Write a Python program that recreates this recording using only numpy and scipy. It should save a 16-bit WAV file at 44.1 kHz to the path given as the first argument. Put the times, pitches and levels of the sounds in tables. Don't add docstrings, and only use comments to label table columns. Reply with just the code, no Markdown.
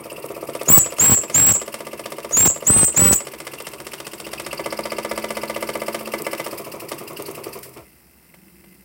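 import sys
import numpy as np
from scipy import signal
from scipy.fft import irfft, next_fast_len
from scipy.io import wavfile
from scipy.ndimage import uniform_filter1d

SR = 44100
rng = np.random.default_rng(int(sys.argv[2]) if len(sys.argv) > 2 else 0)


def int16_out(signal):
    q = np.round(np.clip(np.atleast_2d(signal).T, -1, 1) * 32767)
    wavfile.write(sys.argv[1], SR, q.astype(np.int16))


N = 389844
TIME = np.arange(N) / SR

# t/s, speed/(turns per s)
CRANK_SPEED = [(0, 16.097), (.6, 16.245), (1.4, 15.765), (2.5, 15.921), (3.4, 15.04), (4.1, 15.036),
               (5, 15.54), (6.1, 15.671), (6.6, 14.808), (6.9, 10.388), (7.4, 11.392), (7.8, 8.492),
               (7.86, 0)]
def crank(start_turn):
    return start_turn + np.cumsum(in_time(CRANK_SPEED)[0]) / SR


# t/s, level/dB
KNOCK_FORCE = [(0, -37.5), (.4, -34.5), (.55, -27.5), (1.3, -32), (2.3, -29), (3.3, -35), (4.2, -38),
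               (4.65, -23.5), (5.1, -23), (6.42, -22.5), (6.62, -38.5), (7.6, -43.5)]
# t/s, level/dB against the usual force
ODD_STROKES = [(0.678, -22), (3.469, 3), (6.008, -9), (6.072, -6.5), (6.136, 1), (6.2, -33), (6.265, 1.5),
               (6.823, -21), (6.916, 15), (7.196, 6), (7.66, -22)]
# t/s, relative level/dB
BRIGHTNESS = [(0, -11.5), (.5, -8.5), (1.4, -0.5), (2.5, -7.5), (3.3, 3), (4.2, 5), (4.7, -7.5), (6.4, -7.5),
              (6.8, -9), (7.7, -1)]
# f/Hz, level/dB, t60/s
BODY_MODES = [(221.4, -14.5, 0.064), (329, -6.5, 0.13), (411, -18, 0.14), (509, -4, 0.035),
              (566.7, 8.5, 0.035), (637.5, -1, 0.055), (882, -4.5, 0.048), (948, -7.5, 0.098),
              (1175, 7.5, 0.028), (1326, -13, 0.062), (690, -12.5, 0.11)]
# f/Hz, level/dB, t60/s
CLANK_MODES = [(1530, -8, 0.15), (1709, -0.5, 0.073), (2044, 8, 0.061), (2161, 7, 0.038),
               (2303, 4.5, 0.068), (3034, -4, 0.072)]
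def knocks(turns, body_db, crack_db):
    at = once_a_turn(turns, 0)
    times, force, brightness = TIME[at], in_time(KNOCK_FORCE)[0][at], in_time(BRIGHTNESS)[0][at]
    for s, db in ODD_STROKES:
        force[np.argmin(abs(times - s))] += db
    clank_db = force - 0.5 + 1.67 * brightness + 1.44 * (force + 25.5)
    body = convolve(blows(times, force + body_db), ringing(BODY_MODES, attack=0.0093))
    clank = convolve(blows(times, clank_db), ringing(CLANK_MODES, attack=0.0047))
    contacts = blows(times, force + brightness + crack_db, spread_db=2.5)
    cracks = convolve(contacts, crack(t60=0.033, tail_db=-12, tail_t60=0.11, attack=0.0018))
    return body + clank + cracks + chatter(times, force + brightness)


# f/Hz, level/dB
CRACK_SPECTRUM = [(700, 3), (1500, 1.5), (3000, 3), (3900, -1.5), (5000, -0.5), (6600, -7), (8200, 3.5),
                  (11000, -4), (15500, -14)]
def crack(t60, tail_db, tail_t60, attack):
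    t = TIME[:SR // 4]
    decay = from_db(-60 * t / t60) + from_db(tail_db - 60 * t / tail_t60)
    return noise(CRACK_SPECTRUM, size=len(t)) * np.minimum(t / attack, 1) * decay


def chatter(times, level_db, gap_s=0.0049, loss_db=3):
    bounces = times[:, None] + np.cumsum(gap_s * rng.uniform(.5, 1.5, (len(times), 4)), axis=1)
    clicks = sum(blows(s, level_db - 1 - k * loss_db, spread_db=6) for k, s in enumerate(bounces.T))
    spectrum = [(900, 3), (2200, 0), (3200, -3), (5200, -2), (7000, -8), (15000, -18.5)]
    return convolve(clicks, burst(spectrum, t60=0.01))


# t/s, relative level/dB at the cylinder, the same in the chimney
STEAM_FLOW = [(0, -38, -37), (.6, -36.5, -36), (1.5, -38.5, -38.5), (4.1, -39, -40), (4.6, -38, -34.5),
              (6.2, -32, -34), (7.55, -33.5, -33.5), (7.67, -31.5, -44.5), (7.8, -66, -37.5)]
# t/s, level/dB
LEAK = [(0, -81), (7.65, -51.5), (8, -56.5), (8.6, -56)]
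# f/Hz, level/dB
PUFF_SPECTRUM = [(900, -15.5), (1900, 4), (2750, 2), (3500, -8.5), (5200, 4), (6700, -8), (7900, 2),
                 (11000, 3), (13500, 3), (15200, 4), (16500, 2.5)]
SPIT_SPECTRUM = [(3000, -12.5), (7000, -9), (8300, 1), (10000, -1.5), (16000, -1)]
CHUFF_SPECTRUM = [(60, -34), (145, 0.5), (185, -11), (218, -1.5), (262, -7), (330, 4.5), (400, 6),
                  (460, -0.5), (660, -2), (790, -13.5), (930, -4), (1200, -4.5), (1550, -23), (2300, -12),
                  (4000, -33)]
def steam(turns, puff_db, spit_db, chuff_db):
    cylinder_db, chimney_db = in_time(STEAM_FLOW)
    puff = port(turns, opens=0.662, rise=0.12, fall=0.22) * from_db(cylinder_db + puff_db + 2 * drift(56))
    splutter_db = 6.9 * drift(330) + 2.2 * drift(10)
    spit = port(turns, opens=0.25, rise=0.05, fall=0.11) * from_db(cylinder_db + spit_db + splutter_db)
    chuff = port(turns, opens=0.918, rise=0.055, fall=0.92) * from_db(chimney_db + chuff_db)
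    leak = from_db(in_time(LEAK)[0] + 2 * drift(380))
    hiss = (puff + leak) * noise(PUFF_SPECTRUM)
    return hiss + spit * noise(SPIT_SPECTRUM) + chuff * noise(CHUFF_SPECTRUM)


FULL_SPEED, SLOW_SPEED = 15.5, 10
STOP_S, RELEASE_S = 7.86, 0.08
def port(turns, opens, rise, fall):
    since = (turns - opens) % 1 * FULL_SPEED / np.maximum(in_time(CRANK_SPEED)[0], SLOW_SPEED)
    running = np.clip((STOP_S - TIME) / RELEASE_S, 0, 1)
    return np.minimum(since / rise, 1) * np.exp(-np.maximum(since - rise, 0) / fall) * running


# t/s, level/dB
EXHAUST_PULSE = [(0, -34), (.55, -27.5), (1.7, -36), (2.3, -32), (3.3, -38.5), (4.2, -43.5), (5, -30.5),
                 (6.1, -32.5), (6.7, -36.5), (7.5, -33.5), (7.7, -44)]
# f/Hz, level/dB, t60/s
CHIMNEY_MODES = [(130.8, -15.5, 0.39), (319.7, -4, 0.16), (383, -3, 0.058), (466, 0.5, 0.047),
                 (549, -0.5, 0.045), (672.4, -3.5, .07), (1120, -7, 0.034), (1340, -10, .035)]
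def exhaust(turns, opens, shuts, shut_db):
    level_db, = in_time(EXHAUST_PULSE)
    first, second = once_a_turn(turns, opens), once_a_turn(turns, shuts)
    pulses = blows(TIME[first], level_db[first]) + blows(TIME[second], level_db[second] + shut_db)
    return convolve(pulses, ringing(CHIMNEY_MODES, attack=0.0015))


# t/s, level/dB of the low squeak, level/dB of the high one
SQUEAKS = [(0, -37, -49), (3.6, -41.5, -64), (4.6, -37, -33.5), (6.4, -37, -42), (7.6, -35, -42)]
# t/s, level/dB above the usual
ODD_SQUEAKS = [(.168, 4), (2.043, 5), (3.587, 10), (3.655, 7), (4.052, 6), (7.172, 3.5)]
def squeak(turns, voice, hz, width_hz, scatter_hz, spread_db=3):
    turn = turns.astype(int)
    pitch, strength = rng.standard_normal((turn.max() + 1, 2)).T
    stroke_db = spread_db * strength
    for s, db in ODD_SQUEAKS:
        stroke_db[turn[int(s * SR)]] = db
    phase = phase_of(hz + scatter_hz * pitch[turn] + width_hz * drift(1500))
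    scratch = from_db(in_time(SQUEAKS)[voice] + stroke_db[turn] + 4.8 * drift(600))
    return port(turns, opens=0.606, rise=0.22, fall=0.07) * scratch * np.sin(phase) * (TIME < 7.6)


# t/s, level/dB
CHIRPS = [(0, -42), (.6, -35.5), (1.8, -46), (4.2, -42), (6.3, -63), (6.9, -42.5)]
def chirps(turns, hz_per_speed, climb_hz_per_turn, scatter_hz, opens):
    turn = np.floor(turns - opens).astype(int) + 1
    pitch, strength = rng.standard_normal((turn.max() + 1, 2))[turn].T
    start_hz = hz_per_speed * in_time(CRANK_SPEED)[0] + scatter_hz * pitch
    climb_hz = climb_hz_per_turn * np.minimum((turns - opens) % 1, .4)
    phase = phase_of(start_hz + climb_hz + 900 * drift(2300))
    level = from_db(in_time(CHIRPS)[0] + 4.1 * strength + 5.9 * drift(450))
    return port(turns, opens, rise=0.044, fall=.07) * level * np.sin(phase) * (TIME < 7.6)


# t/s, level/dB at 9 times the crank rate, level/dB at 14 times
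BENCH_HUM = [(0, -55, -55), (1.8, -59, -49.5), (3.4, -52, -61), (4.2, -54.5, -57), (5, -56.5, -44.5),
             (6.15, -58, -43.5), (6.25, -62, -54)]
def bench_hum(turns):
    low_db, high_db = in_time(BENCH_HUM)
    low = from_db(low_db + 2 * drift(20)) * np.sin(2 * np.pi * 9 * turns)
    high = from_db(high_db) * np.sin(2 * np.pi * 14 * turns)
    return np.sqrt(2) * (low + high)


# f/Hz, level/dB
JET_SPECTRUM = [(40, -31), (90, -0.5), (250, -7.5), (600, -13.5), (1200, -14), (2500, -15.5), (5000, -22.5),
                (7500, -18.5), (10000, -21.5), (13000, -21.5), (15500, -14.5)]
VALVE_SPECTRUM = [(1000, 0), (4000, -12.5), (6200, 5), (9000, 1.5), (15500, -26)]
def whistle(jitter, waver, break_up, jet_db, low_tone_hz, room_db):
    pitch, drive, rush, overtone, low_level, closing, ring, spit = blast_controls()
    unsteady = waver * drift(45) + (jitter + break_up * closing) * (drift(150) + drift(1500))
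    phase = phase_of(pitch * (1 + unsteady))
    drive = drive * from_db(1.37 * drift(200))
    octave = overtone * from_db(5 * drift(250)) * np.sin(2 * phase)
    tone = drive * np.minimum(drive / 0.12, 1) * np.sin(phase)
    low_phase = phase_of(low_tone_hz + 96 * drift(400))
    low_tone = low_level * (np.sin(low_phase) + 0.39 * np.sin(2 * low_phase))
    jet = rush * from_db(jet_db + 4.2 * drift(160)) * noise(JET_SPECTRUM)
    hiss = spit * noise(VALVE_SPECTRUM)
    high_ring = ring * noise([(12500, -35), (14500, 4), (15800, -3.5), (17000, -34)])
    room = from_db(room_db) * workshop(tone + 0.25 * jet, t60=0.19)
    return tone + octave + low_tone + jet + hiss + high_ring + room


WEAK_HZ, THIN_DB = 6727, -14
SEEP_S, SEEP_DB, SEEP_HISS_DB, SEEP_HZ_PER_S = 0.033, -32.5, -34.5, 79000
SAG_S, SPIT_S, RING_T60_S = 0.02, 0.009, 0.09
# opening t/s, shutting t/s, full pitch f/Hz, drive level/dB, hesitation t/s, then relative
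# level/dB of the octave, the recorder's low tone, the overtone's ring, rush of steam and shut-off spit
BLASTS = [(0.684, 0.793, 7807, 5, 0.0023, 6.5, -11, -23.5, 0.5, -10.5),
          (0.996, 1.155, 7690, 3.5, 0.0033, -7.5, -23.5, -22.5, 0.5, -22),
          (1.345, 1.526, 7646, 5, 0, -9.5, -40, -20, 0.5, -15),
          (2.331, 2.479, 7526, 1, 0.037, -8, -38, -21, 0.5, -17),
          (2.668, 2.853, 8140, 1.5, 0, -3, -21, -17.5, -2.5, -15.5),
          (2.964, 3.142, 7947, 0, 0.0011, -9.5, -20.5, -16.5, -1, -9)]
def blast_controls():
    controls = np.zeros((8, N))
    for opens, shuts, top_hz, level_db, hesitation, *parts_db in BLASTS:
        octave, low_tone, ring, rush, spit = from_db(parts_db)
        near = slice(int((opens - SEEP_S) * SR), int((shuts + .5) * SR))
        t = TIME[near]
        opening, fill = valve(t, opens, shuts, hesitation)
        seep_hz = SEEP_HZ_PER_S * np.maximum(opens - t, 0)
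        pitch = (t < shuts) * (WEAK_HZ + (top_hz - WEAK_HZ) * fill - seep_hz)
        drive = (t < shuts) * (opening + from_db(SEEP_DB)) * from_db(level_db - 9 * (1.5 - fill))
        jet = drive * rush * np.where(t < opens + hesitation, from_db(THIN_DB * opening), 1)
        full = drive * opening * (.12 + 0.65 * fill ** 5)
        dying = ramp_to(t, shuts, SAG_S) * from_db(-60 * np.maximum(t - shuts, 0) / RING_T60_S)
        closing = np.exp(-np.minimum(((t - shuts + SPIT_S) / SPIT_S) ** 2, 20))
        hiss = closing * spit + (t < opens) * from_db(SEEP_HISS_DB) * ramp_to(t, opens, SEEP_S)
        controls[:, near] += [pitch, drive, jet, full * octave, full * low_tone,
                              closing, dying * ring, hiss]
    return controls


def valve(t, opens, shuts, hesitation, attack_s=0.0075, fill_s=0.013, sag_share=0.65):
    opening = np.clip((t - opens) / (attack_s + .5 * hesitation) + 0.71, 0, 1) ** 2
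    fill = 1 - np.exp(-np.maximum(t - opens - hesitation, 0) / fill_s)
    return opening, fill * (1 - sag_share * ramp_to(t, shuts, SAG_S) ** 2)


# t/s, relative level/dB
GUSTS = [(0.687, -15.5), (0.701, -4.5), (.778, 0), (1.096, -6), (1.119, -7), (1.514, -9.5), (2.461, -9.5),
         (2.702, -4.5), (2.763, -7), (2.832, -4.5), (3.02, -5), (3.06, -13.5), (3.11, -7.5), (3.129, -7)]
def gusts(heavy_db, light_db, light_per_s, travel_s=0.025):
    blowing = sum((TIME > opens + hesitation + travel_s) & (TIME < shuts)
                  for opens, shuts, _, _, hesitation, *_ in BLASTS)
    clicks = (rng.random(N) < blowing * light_per_s / SR) * from_db(light_db + 2 * rng.standard_normal(N))
    for s, db in GUSTS:
        clicks[int(s * SR)] = from_db(db + heavy_db)
    modes = [(99, 0, 0.031), (187, 9.5, 0.011), (533, 2.5, 0.0053), (1300, -2, 0.006)]
    return convolve(clicks * rng.choice([-1, 1], N), ringing(modes, attack=0.0005))


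# t/s, relative level/dB
TAPS = [(8.34, -50), (8.64, -55)]
# t/s, level/dB
RUBBING = [(8.25, -62), (8.37, -55), (8.7, -52), (8.84, -57)]
def hand(tap_db):
    clicks = np.zeros(N)
    for s, db in TAPS:
        clicks[int(s * SR)] = from_db(db + tap_db)
    ring = convolve(clicks, ringing(BODY_MODES, attack=0.0059) + ringing(CLANK_MODES))
    contact = convolve(clicks, crack(t60=0.0201, tail_db=11, tail_t60=0.061, attack=0.0054))
    rub = noise([(90, -31), (190, 13), (260, -13.5), (340, 7), (520, -31), (6000, -51)])
    return ring + .5 * contact + from_db(in_time(RUBBING)[0]) * rub


def simmer(per_s, level_db, sizzle_db):
    ticks = (rng.random(N) < per_s / SR) * from_db(level_db + 3.1 * rng.standard_normal(N))
    ring = ringing([(2055, 0.0035, .025), (2640, 0.0037, 0.02)])
    sizzle = from_db(sizzle_db) * burst([(7000, -28.5), (9000, 4.5), (15000, -5.5)], t60=0.011)
    return convolve(ticks, ring) + convolve(ticks, sizzle)


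# f/Hz, level/dB
ROOM_SPECTRUM = [(40, -25.5), (65, 2.5), (95, -14.5), (150, -8), (420, -15.5), (700, -20), (1550, -24),
                 (2400, -34), (4000, -39), (7000, -37), (9000, -36), (15000, -24)]
# t/s, level/dB
RUMBLE = [(4.1, -75), (4.35, -53), (5.5, -54.5), (7, -82), (7.9, -80.5)]
def room_tone(floor_db):
    floor = from_db(floor_db) * noise(ROOM_SPECTRUM)
    rumble = noise([(35, -18.5), (60, 8), (100, -15.5), (300, -51.5), (1000, -79)])
    return floor + from_db(in_time(RUMBLE)[0]) * rumble


def workshop(x, t60):
    t = TIME[:SR // 2]
    tail = rng.standard_normal(len(t)) * from_db(-60 * t / t60) * np.clip(t / 0.014 - .3, 0, 1)
    return convolve(x, tail / np.sqrt(np.sum(tail ** 2)))


def from_db(db):
    return np.exp(np.asarray(db) * (np.log(10) / 20))


def in_time(rows):
    s, *columns = np.transpose(rows)
    return [np.interp(TIME, s, c) for c in columns]


def ramp_to(t, end, length):
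    return np.clip(1 + (t - end) / length, 0, 1)


def phase_of(hz):
    return 2 * np.pi * np.cumsum(hz) / SR


def once_a_turn(turns, angle):
    return np.flatnonzero(np.diff(np.floor(turns - angle)) > 0) + 1


def noise(spectrum, size=N):
    hz, db = np.transpose(spectrum)
    padded = next_fast_len(size, True)
    f = np.fft.rfftfreq(padded, 1 / SR) + 1
    gain = from_db(np.interp(np.log(f), np.log(hz), db)) * np.minimum(f / hz[0], 1) ** 2
    x = irfft(rng.standard_normal(2 * len(f)).view(complex) * gain, padded)[:size]
    return x / np.sqrt(np.mean(x ** 2) + 1e-20)


def burst(spectrum, t60):
    return noise(spectrum, size=SR // 20) * from_db(-60 * TIME[:SR // 20] / t60)


def drift(rate):
    knots = rng.standard_normal(N // 20)
    return np.interp(TIME * rate, np.arange(len(knots)), knots)


def blows(times, level_db, spread_db=0.9):
    out = np.zeros(N)
    out[(times * SR).astype(int)] = from_db(level_db + spread_db * rng.standard_normal(len(times)))
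    return out


def ringing(modes, attack=0.00011):
    t = TIME[:SR // 2]
    out = sum(from_db(db - 60 * t / t60) * np.sin(2 * np.pi * hz * t - k * np.pi / 2)
              for k, (hz, db, t60) in enumerate(modes))
    out = out * np.minimum(t / attack, 1)
    return out / np.sqrt(np.mean(out[:SR // 100] ** 2))


def convolve(x, response):
    return signal.fftconvolve(x, response)[:N]


def scene():
    turns = crank(start_turn=0.115)
    engine = knocks(turns, body_db=-0.8, crack_db=4)
    engine += steam(turns, puff_db=0.5, spit_db=-7, chuff_db=2)
    engine += bench_hum(turns)
    engine += exhaust(turns, opens=0.023, shuts=0.215, shut_db=-4)
    engine += squeak(turns, voice=0, hz=2703, width_hz=200, scatter_hz=60.06)
    engine += squeak(turns, voice=1, hz=4910, width_hz=370, scatter_hz=119.4)
    engine += chirps(turns, hz_per_speed=500, climb_hz_per_turn=8870, scatter_hz=500, opens=0.15)
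    engine += from_db(-11.5) * workshop(engine, t60=0.33)
    blasts = whistle(jitter=0.0022, waver=0.0035, break_up=0.025, jet_db=-12,
                     low_tone_hz=1079, room_db=-5.5)
    quiet = hand(tap_db=-1) + simmer(per_s=99, level_db=-64.5, sizzle_db=9) + room_tone(floor_db=-54.5)
    thumps = gusts(heavy_db=-3, light_db=-20.5, light_per_s=110)
    return (engine + blasts + thumps + quiet)[None]


def limiter(x, ceiling_db, release_db_per_s):
    treble = signal.sosfilt(signal.butter(2, [1000, 10000], "band", fs=SR, output="sos"), x)
    treble_db = 10 * np.log10(np.abs(uniform_filter1d(treble ** 2, size=130)) + 1e-12)
    over_db = np.maximum(treble_db - ceiling_db, 0)
    held_db = np.maximum.accumulate(over_db + release_db_per_s * TIME) - release_db_per_s * TIME
    return x * from_db(-uniform_filter1d(held_db, size=90))


def record(dry):
    heard = signal.sosfilt(signal.butter(5, 54, "high", fs=SR, output="sos"), dry[0])
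    limited = np.clip(limiter(heard, ceiling_db=-13, release_db_per_s=340), -1, 1)
    return signal.sosfilt(signal.ellip(12, .2, 70, 15950, fs=SR, output="sos"), limited)[None]


dry = scene()
out = record(dry)
int16_out(out)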